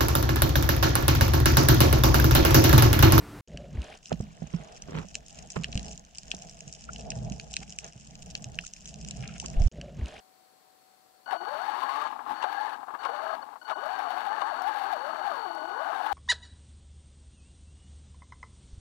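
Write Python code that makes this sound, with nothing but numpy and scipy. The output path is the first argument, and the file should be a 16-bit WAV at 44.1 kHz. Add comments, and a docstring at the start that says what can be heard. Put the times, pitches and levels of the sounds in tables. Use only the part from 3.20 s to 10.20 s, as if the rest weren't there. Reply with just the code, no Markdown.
"""Living room, then coral reef: still room air and a faint hum stop short, and a camera housing is under water.
Shrimp snap near and far: shock fronts and noise bursts ringing wall resonances. Surges shape resonant
buffeting and gurgle, hissing wash and ringing froth. Hands bump (damped sines) and rub (grainy noise) the case,
a pencil scratches a pad, bubbles ring, and pressure swings shove the camera.
After the heavy shoves the underwater sound breaks off and its opening plays again."""
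import sys
import numpy as np
from scipy import signal
from scipy.fft import rfft, irfft, next_fast_len
from scipy.io import wavfile

SR = 44100
rng = np.random.default_rng(int(sys.argv[2]) if len(sys.argv) > 2 else 0)


def store_pcm(level_fs):
    """Save levels as 16-bit WAV."""
    pcm = np.round(np.clip(level_fs, -1, 1) * 32767).astype(np.int16)
    wavfile.write(sys.argv[1], SR, np.atleast_2d(pcm).T)


N = 308853
TIME = np.arange(N) / SR
ROOM_END_S, DIVE_START_S, DIVE_END_S, RESTART_S = .210, .275, 6.484, 6.515
PORT_LAG_MS = .45   # lag range (+/-) between the two ports for randomly placed snaps


def from_db(db):
    """Decibels to gain."""
    return 10 ** (np.asarray(db) / 20)


def rms_one(x):
    """Scale to unit power."""
    return x / np.sqrt(np.mean(x ** 2) + 1e-20)


def pan(db):
    """Left and right gains for a left-minus-right level difference."""
    return from_db(np.array([[db], [-db]]) / 2)


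def narrow(x, side_db):
    """Scale the difference between the ears."""
    mid = x.mean(axis=0)
    return mid + (x - mid) * from_db(side_db)


def add(out, s, sound):
    """Mix a stereo sound in at a time."""
    i = round(s * SR)
    out[:, i:i + sound.shape[1]] += sound[:, :N - i]


def in_time(curve):
    """A control curve at every sample."""
    return np.interp(TIME, *np.transpose(curve))


def drift(rate_hz):
    """Random control curve of rms 1: straight lines between random points."""
    points = rng.standard_normal(4096)
    return rms_one(np.interp(TIME * rate_hz, np.arange(len(points)), points))


def fade_between(start_s, end_s):
    """Gain of 1 between two times, with 2 ms fades."""
    edge_distance_s = np.minimum(TIME - start_s, end_s - TIME)
    return np.clip(edge_distance_s / .002, 0, 1)


def strokes(rows):
    """The strength of a row of short strokes over time."""
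    return sum(from_db(db) * np.exp(-((TIME - s) / half_s) ** 2 / 2) for s, db, half_s in rows)


def pair(alike):
    """White noise at two ports with a given correlation."""
    mid, side = rng.standard_normal((2, N))
    alike = np.clip(alike, -1, 1)
    return np.sqrt(1 + alike) * mid + np.sqrt(1 - alike) * side * [[1], [-1]]


def colour(x, spectrum):
    """Shape a steady noise to a spectrum; rms 1."""
    size = next_fast_len(N)
    hz, db = np.transpose(spectrum)
    bins_hz = np.maximum(np.arange(size // 2 + 1) * SR / size, 1)
    gain = from_db(np.interp(np.log(bins_hz), np.log(hz), db))
    return rms_one(irfft(rfft(x, size) * gain, size)[:, :N])


def low_pass(x, hz, order=2):
    """Butterworth low-pass."""
    return signal.sosfilt(signal.butter(order, min(hz, .45 * SR), fs=SR, output="sos"), x)


def resonate(x, modes):
    """Parallel resonances with steep skirts."""
    out = 0
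    for hz, width_hz, db in modes:
        edges_hz = [max(hz - width_hz * .7, 10), hz + width_hz * .7]
        band = signal.butter(2, edges_hz, "band", fs=SR, output="sos")
        out = out + from_db(db) * signal.sosfilt(band, x + 1e-18)
    return out


def arrive(x, lag_ms):
    """A sound reaches one port before the other; positive lag delays the left."""
    n, lag = np.arange(len(x)), round(lag_ms * SR / 1000)
    return np.array([np.interp(n - max(d, 0), n, x, left=0) for d in (lag, -lag)])


SNAP_CUT_HZ = 9580


def muffle(x, leak_db=-26):
    """The housing wall passes little of the top octave."""
    return low_pass(x, SNAP_CUT_HZ, order=8) + from_db(leak_db) * x


FLEX_HZ, FLEX_RADIANS = 250, 1.96


def flex(x):
    """Touches bend the wall: the right port lags the left in phase, except in the bass."""
    size = next_fast_len(x.shape[1] + 2048)
    steep = (np.arange(size // 2 + 1) * SR / size / FLEX_HZ) ** 8
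    turn = np.exp(-1j * FLEX_RADIANS * steep / (1 + steep))
    right = irfft(rfft(x[1], size) * turn, size)[:x.shape[1]]
    return np.array([x[0], right])


# air spectrum: f/Hz, relative level/dB
ROOM_AIR = [(18, -70), (30, -5), (98, 0), (252, -10), (295, -7), (374, -7.5), (426, -14.5), (616, -15.5),
            (1250, -15), (2900, -26.5), (6550, -33), (9970, -34.5), (16000, -41)]
# appliance hum partials: f/Hz, level/dB
ROOM_HUM = [(291, -52.5), (438, -61)]


def living_room(air_db=-45, hiss_db=-67):
    """Still indoor air with a faint appliance hum, nearly the same in both ears, under a thin wide hiss."""
    hum = sum(from_db(db) * np.sqrt(2) * np.sin(2 * np.pi * hz * TIME) for hz, db in ROOM_HUM)
    air = colour(pair(.99), ROOM_AIR)
    return from_db(air_db) * air + hum + from_db(hiss_db) * rms_one(pair(0))


# far sizzle as the camera drifts over the reef: t/s, relative level/dB
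COLONY = [(0.28, -74), (0.68, -67.5), (2.63, -61), (2.82, -65), (3.23, -59.5), (4.03, -61), (4.48, -59),
          (4.72, -64.5), (6.27, -58.5), (6.48, -58.5)]
# wall resonances under a snap, knock and crack: f/Hz, nominal width/Hz, relative level/dB
SNAP_LOW_MODES = [(1786, 246, -9), (2837, 457, 3), (4020, 590, -1.5)]
SNAP_HIGH_MODES = [(5110, 240, 0.77), (5730, 233, 3.3), (6460, 734, -1.4), (6967, 1045, -4)]


def far_shrimp(per_s=280, spread_db=6.5, low_db=-8, blur_db=-9, gain_db=6, waver_db=3.5):
    """The rest of the colony: countless weak snaps from all bearings, blurred into a sizzle."""
    clicks, rattle_t = np.zeros((2, N)), TIME[:40]
    chances = rng.random((4096, 3))
    rattles = rng.standard_normal((len(chances), len(rattle_t))) * (1 - rattle_t / rattle_t[-1])
    for (when, nearness, bearing), rattle in zip(chances[:int(per_s * N / SR)], rattles):
        size = from_db(spread_db * min(-np.log(nearness), 3))
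        add(clicks, when * TIME[-1], size * arrive(rattle, lag_ms=PORT_LAG_MS * (2 * bearing - 1)))
    sizzle = rms_one(clicks) + from_db(blur_db) * pair(0)
    high = rms_one(resonate(sizzle, SNAP_HIGH_MODES))
    low = rms_one(resonate(sizzle, SNAP_LOW_MODES))
    level = from_db(in_time(COLONY) + gain_db + waver_db * drift(35))
    return level * muffle(high + from_db(low_db) * low)


# water surges: crest t/s, build-up/s, release/s, buffeting level/dB, gurgle level/dB, wash level/dB
SURGES = [(.35, 0.06, 0.14, -44, -48, -63.5), (.57, 0.034, 0.034, -37.5, -67, -63),
          (0.732, 0.095, 0.022, -74, -47, -51), (.97, 0.033, 0.17, -46, -59.5, -64.5),
          (1.42, 0.18, 0.2, -56.5, -56, -60.5), (1.76, 0.15, 0.091, -49, -61, -82),
          (1.96, 0.054, 0.11, -51.5, -58, -73), (2.2, 0.064, 0.084, -48, -56, -64),
          (2.62, .14, 0.097, -42, -49, -61.5), (3.15, 0.074, 0.15, -52.5, -55.5, -64.5),
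          (3.48, 0.082, 0.021, -52, -57, -75), (3.99, 0.2, 0.17, -39.5, -46.5, -67),
          (4.42, 0.12, 0.11, -49.5, -60, -71), (4.65, 0.021, 0.037, -49.5, -56, -57.5),
          (5.36, 0.33, 0.066, -46, -57, -67), (6.02, 0.22, 0.21, -42, -54.5, -67),
          (6.39, 0.072, 0.21, -37, -46, -57.5)]
# between surges: buffeting level/dB, gurgle level/dB, wash level/dB
CALM_DB = (-61.5, -69.5, -69)


def surges():
    """Strength of buffeting, gurgle and wash over time: each surge builds to a crest and lets go."""
    power = from_db(CALM_DB)[:, None] ** 2 + np.zeros(N)
    for s, build_s, release_s, *levels_db in SURGES:
        width_s = np.where(TIME < s, build_s, release_s)
        swell = np.exp(-np.minimum(((TIME - s) / width_s) ** 2, 20))
        power += from_db(levels_db)[:, None] ** 2 * swell
    return np.sqrt(power)


# housing and cavity resonances: f/Hz, nominal width/Hz, relative level/dB
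BUFFET_MODES = [(58.6, 13.8, 10), (149, 57.5, -6), (165.8, 49.3, 4.5), (200, 11.7, -2), (384, 165, -28.5)]
GURGLE_MODES = [(462, 69, 2), (666.4, 89, 7), (792.5, 18.3, 5)]
# cavity tuning: t/s, pitch ratio
GURGLE_PITCH = [(.3, 0.86), (.55, 0.89), (.72, 1.005), (4.9, 1.02), (6.4, 0.98)]
# slow rocking spectrum: f/Hz, relative level/dB
SWAY = [(10, -17), (28, 2), (45, -12), (90, -71), (300, -49.5)]
SWAY_DB, SWAY_FOLLOWS = -64.5, 0.25   # base level; exponent on the buffeting


def flow(buffeting, gurgling):
    """Eddies shake the housing's low modes, rock the camera and gurgle in cavities."""
    eddies, rocking = drift(14), drift(6)
    buffet = rms_one(resonate(pair(0.59), BUFFET_MODES)) * buffeting * from_db(1.23 * eddies)
    sway_level = rms_one(buffeting) ** SWAY_FOLLOWS * from_db(SWAY_DB + 4.3 * rocking)
    sway = colour(pair(0.6), SWAY) * sway_level
    read = np.cumsum(in_time(GURGLE_PITCH)) % N   # varying read speed shifts the pitch
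    cavity = [np.interp(read, np.arange(N), port) for port in resonate(pair(0.12), GURGLE_MODES)]
    gurgle = rms_one(np.array(cavity)) * gurgling * from_db(3.04 * drift(40))
    return (buffet + sway + gurgle) * pan(db=-1.5)


def froth(per_s=450, spread_db=6, cycles=5):
    """Tiny bubbles burst along the case at random, each ringing for a few cycles."""
    out, t = 0, TIME[:512]
    for hz in np.geomspace(1000, 3200, num=12):
        born = (rng.random(N) < per_s / 12 / SR) * rng.choice([-1, 1], N)
        size = from_db(spread_db * np.minimum(rng.exponential(1, N), 3))
        ring = np.sin(2 * np.pi * hz * t) * np.exp(-3 * hz * t / cycles)
        out = out + arrive(signal.oaconvolve(born * size, ring)[:N], lag_ms=0.38)
    return rms_one(out)


# wash spectrum: f/Hz, relative level/dB
WASH = [(250, 10.5), (700, 4), (1150, 1), (1700, 6), (2100, -8.5), (2800, 6.5), (4300, -0.5), (7000, -14),
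        (10000, -13), (13000, -35), (16000, -58)]


def wash(strength, hiss_db=2.0, froth_db=1.3):
    """Water hisses and froths over the camera's face."""
    flutter = from_db(1.5 * drift(90))
    hiss = colour(pair(0), WASH) * flutter
    return strength * (from_db(hiss_db) * hiss + from_db(froth_db) * froth())


# single bubbles: t/s, relative level/dB, starting f/Hz, t60/s
BUBBLES = [(3.69, -26.5, 1365, 0.024), (4.414, -49, 753, 0.086), (5.438, -34.5, 1353, 0.016),
           (6.226, -30, 823, 0.015)]
BUBBLE_WOBBLE = .3


def bubbles(phase_rise_per_s=1.8, pinch_s=0.0058):
    """A bubble pinches off and rings, rising a little in pitch as its shape wobbles."""
    out, t = np.zeros((2, N)), TIME[:4096]
    for s, db, hz, t60_s in BUBBLES:
        ring = np.sin(2 * np.pi * hz * t * (1 + phase_rise_per_s * t)) * (1 - np.exp(-t / pinch_s))
        wobble = rms_one(low_pass(rng.standard_normal(len(t)), hz=180))
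        ring = ring * (1 + BUBBLE_WOBBLE * wobble)
        add(out, s, arrive(ring * from_db(db + 10 - 60 * t / t60_s), lag_ms=0.26))
    return out


# pencil strokes on the pad: middle t/s, level/dB, half length/s
SCRATCHES = [(2.180, -59.5, 0.028), (3.691, -48, 0.0062), (4.428, -49.5, 0.0085), (4.650, -50, 0.0072),
             (5.995, -55.5, 0.0077), (6.050, -48, 0.027), (6.110, -47, 0.013), (6.165, -45.5, 0.0084)]
# pad resonances: f/Hz, nominal width/Hz, relative level/dB
PENCIL_MODES = [(1395, 110, 3), (1920, 500, -1.5), (2470, 580, 5)]


def pencil(grain_db=6):
    """The lead catches on the tooth of the paper and rattles the pad."""
    grains = pair(0.49) * from_db(grain_db * drift(300))
    return strokes(SCRATCHES) * rms_one(resonate(grains, PENCIL_MODES))


# skin dragging on the case: middle t/s, level/dB, half length/s
RUBS = [(.585, -48.5, 0.035), (0.922, -40, 0.012), (1.341, -32, 0.0025), (1.369, -49, .003),
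        (1.400, -53, 0.074), (1.709, -42, 0.022), (1.748, -31.5, 0.0067), (1.780, -31, 0.0096),
        (1.818, -42, 0.021), (2.367, -32, 0.0048), (2.41, -49, 0.035), (4.420, -50, 0.0063),
        (6.248, -41.5, 0.0065)]
# rub spectrum: f/Hz, relative level/dB
RUB = [(25, -22), (70, 8), (180, 1.5), (450, 3.5), (700, -9), (1100, -4), (1700, -11), (3200, -15.5),
       (4500, -26.5), (12000, -49)]


def rubs(grain_db=4):
    """Skin sticks and slips in uneven grains under each short stroke."""
    grains = pair(0.53) * from_db(grain_db * drift(400))
    return strokes(RUBS) * flex(colour(grains, RUB)) * pan(db=-3.5)


# bumps on the housing: t/s, thud level/dB, f/Hz, swell/s, hard contact level/dB
BUMPS = [(0.345, -31, 152, 0.0012, -54), (0.55, -27.5, 87, .0054, -42), (0.577, -24, 67, 0.0093, -39),
         (.917, -33, 250.7, 0.0024, -18), (.924, -22.5, 150, 0.0039, -50), (.937, -27, 182, .0038, -43),
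         (1.003, -21, 130, 0.0025, -30.5), (1.22, -27.5, 177, 0.0041, -34.5),
         (1.238, -35.5, 167, 0.0035, -46), (1.34, -23, 170, 0.007, -44), (1.4, -39, 158, 0.0086, -56),
         (1.735, -33, 160, 0.019, -59), (1.768, -36.5, 167, 0.014, -56), (1.845, -38.5, 186, 0.0069, -43),
         (2.369, -28.5, 157, 0.0093, -37), (2.392, -29, 158, 0.009, -43), (2.487, -35, 143, 0.0054, -39),
         (2.554, -18.5, 87.5, 0.0023, -39.5), (2.57, -34.5, 193.6, 0.0048, -53),
         (3.138, -44.5, 188, 0.0099, -37), (3.471, -40.5, 151.9, 0.0047, -53),
         (3.958, -31, 125.2, 0.012, -42), (4.013, -32, 122, 0.023, -51), (4.112, -27, 183, 0.0035, -81),
         (4.392, -37.5, 158, 0.0025, -51), (4.755, -42, 125, 0.0065, -53), (5.257, -36, 127, 0.012, -49),
         (5.992, -32.5, 131, 0.013, -46)]
# hard contact resonances: f/Hz, nominal width/Hz, relative level/dB
CONTACT_MODES = [(386, 135, -5.5), (550, 196, -1.5), (1110, 370, -22.5)]
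# deep thuds move the whole case; higher ones lean to the right
WHOLE_CASE_HZ, BUMP_PAN_DB_PER_OCTAVE = 112, -16.5


def bumps(contact_s=0.0047, contact_gain_db=2, thud_lag_ms=0.1, sag=0.048, body_db=-11, body_s=0.022):
    """A hard tick of contact, a thud that the water damps within a few cycles, and a shudder of the case."""
    out, t = np.zeros((2, N)), TIME[:8192]
    for s, db, hz, swell_s, contact_db in BUMPS:
        age = t / max(swell_s, .001)
        pitch_hz = hz * (1 + sag * (np.exp(-age / 2) - .5))   # the wall slackens as the push lets go
        push = age * np.exp(1 - age)
        thud = arrive(push * np.sin(2 * np.pi * np.cumsum(pitch_hz) / SR), thud_lag_ms)
        tick = resonate(rng.standard_normal(len(t)) * np.exp(-t / contact_s), CONTACT_MODES)
        tick = flex(from_db(contact_gain_db) * tick / np.abs(tick).max() * pan(db=-5.5))
        body = resonate(rng.standard_normal(len(t)) * np.exp(-t / body_s), BUFFET_MODES)
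        body = from_db(body_db) * body / np.abs(body).max()
        pan_db = BUMP_PAN_DB_PER_OCTAVE * np.clip(np.log2(hz / WHOLE_CASE_HZ), 0, .7)
        add(out, s, from_db(db) * (thud + body) * pan(pan_db) + from_db(contact_db) * tick)
    return out


# shoves through the water: turn t/s, level/dB, width/s, left minus right/dB
SHOVES = [(6.3835, -17, 0.0066, 2), (6.4092, -14.5, 0.003, -3), (6.4367, -17, 0.0097, -5),
          (6.466, -13.5, 0.0033, -8.5)]


def shoves():
    """Pressure builds ahead of the moving case and swings to suction as it stops."""
    out = 0
    for s, db, width_s, pan_db in SHOVES:
        u = (TIME - s) / width_s
        out = out - from_db(db) * u * np.exp((1 - u ** 2) / 2) * pan(pan_db)
    return out


NEIGHBOURS_PER_S, NEIGHBOUR_DB, NEIGHBOUR_SPREAD_DB, NEIGHBOUR_KNOCK_DB = 12, -48.5, 4, -7.5


def neighbours():
    """Snaps from a little farther off, at random moments and bearings, louder where the colony is near."""
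    colony_db = in_time(COLONY) - in_time(COLONY).mean()
    rows = []
    for when, loud, thin, bearing in rng.random((256, 4))[:int(NEIGHBOURS_PER_S * N / SR)]:
        i = int(when * (N - 1))
        crack_db = NEIGHBOUR_DB + colony_db[i] + NEIGHBOUR_SPREAD_DB * (2 * loud - 1)
        knock_db = crack_db + 2 * thin * NEIGHBOUR_KNOCK_DB
        rows.append((max(TIME[i], DIVE_START_S), knock_db, crack_db, PORT_LAG_MS * (2 * bearing - 1)))
    return rows


# nearest shrimp: t/s, knock level/dB, crack level/dB, left ear lag/ms
SNAPS = [(0.3734, -40.5, -47.5, 0.0), (0.6184, -46.5, -51.5, 0.0), (0.9271, -37.5, -41.5, 0.012),
         (1.6216, -49, -37, 0.077), (1.9533, -32.5, -30.5, 0.0053), (2.3024, -48, -38, -0.52),
         (2.4356, -39, -46, 0.0), (2.4431, -27, -38, -0.38), (2.5285, -37.5, -49, 0.5),
         (2.5541, -40, -40, -0.39), (2.5756, -31.5, -35, -0.34), (2.594, -40, -42, -0.55),
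         (2.7767, -50, -41, -0.39), (2.984, -45.5, -33.5, 0.07), (3.1151, -26.5, -33.5, -0.37),
         (3.1478, -48, -37.5, 0.05), (3.221, -48, -41, 0.2), (3.4062, -47, -39.5, 0.43),
         (3.526, -58, -38.5, -0.41), (3.7604, -40, -45, -0.32), (3.9037, -39, -29.5, -0.38),
         (3.9184, -37, -48, 0.41), (4.1977, -37.5, -41, -0.46), (4.3394, -36, -34.5, -0.0066),
         (4.3666, -27, -28, 0.07), (4.5239, -45.5, -41, -0.38), (4.5873, -36, -30.5, 0.076),
         (4.6437, -49, -37.5, 0.44), (5.1519, -29, -35, -0.19), (5.2429, -43.5, -37, -0.0082),
         (5.3883, -26, -42, 0.075), (5.4661, -47, -36.5, 0.5), (5.536, -49.5, -37.5, 0.34),
         (5.6569, -48, -40.5, 0.079), (5.9093, -38.5, -35, 0.26), (6.1991, -36.5, -31.5, 0.43),
         (6.2603, -40.5, -32, -0.09)]
SNAP_TILT = 0.42   # dB per octave for each dB that the knock outweighs the crack


def near_shrimp(snaps, front_db=14, rattle_s=.001, own_db=-9, tail_db=-21, tail_t60_s=0.084, leak_db=-20):
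    """A shock front, a millisecond of rattle across the housing, then a short tail scattered by the reef."""
    out, fronts, t = np.zeros((2, N)), np.zeros((2, N)), TIME[:2048]
    front, rattle = 1.0 * (t == 0), np.exp(-(t / rattle_s) ** 2)
    own_level = from_db(own_db) * rattle + from_db(tail_db - 60 * t / tail_t60_s)
    for s, knock_db, crack_db, lag_ms in snaps:
        noise = rng.standard_normal((3, len(t)))
        crack = arrive(from_db(front_db) * front + noise[0] * rattle, lag_ms)
        snap = crack + noise[1:] * own_level   # each port's own share
        # a heavy knock favours the lower wall resonances
        tilt = SNAP_TILT * (knock_db - crack_db)
        for modes, level_db in (SNAP_LOW_MODES, knock_db), (SNAP_HIGH_MODES, crack_db):
            # each snap finds slightly different resonances
            tuned = [(hz * rng.uniform(.96, 1.04), width_hz, db - tilt * np.log2(hz / modes[0][0]))
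                     for hz, width_hz, db in modes]
            ring = resonate(snap, tuned)
            power = np.mean(ring[:, :220] ** 2)   # first 5 ms
            add(out, s - .0002, from_db(level_db) * ring / np.sqrt(power))
        # a trace passes the wall undulled
        add(fronts, s, arrive(3 * front, lag_ms) * from_db(crack_db + leak_db))
    return muffle(out) + fronts


# the reef's stereo image starts narrow and opens: t/s, side level/dB
OPENING = [(.3, -28.5), (.52, -9.5), (.68, -8.5), (.9, -1)]


def scene():
    """The room, the reef, and the start of the reef once more."""
    buffeting, gurgling, washing = surges()
    room = living_room() * fade_between(0, ROOM_END_S)
    water = flow(buffeting, gurgling) + wash(washing) + bubbles()
    handling = pencil() + rubs() + bumps() + shoves()
    shrimp = far_shrimp() + near_shrimp(list(SNAPS) + neighbours())
    reef = narrow(water + handling + shrimp, in_time(OPENING))
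    reef = reef * fade_between(DIVE_START_S, DIVE_END_S)
    out = room + reef
    add(out, RESTART_S, reef[:, round(DIVE_START_S * SR):])
    return out


CUTOFF_HZ = 15800


def record(dry):
    """Faint self-noise, and a steep low-pass cuts the top."""
    hiss = from_db(-97) * pair(0)
    return signal.sosfilt(signal.ellip(10, .1, 90, CUTOFF_HZ, fs=SR, output="sos"), dry + hiss)


dry = scene()
out = record(dry)
store_pcm(out)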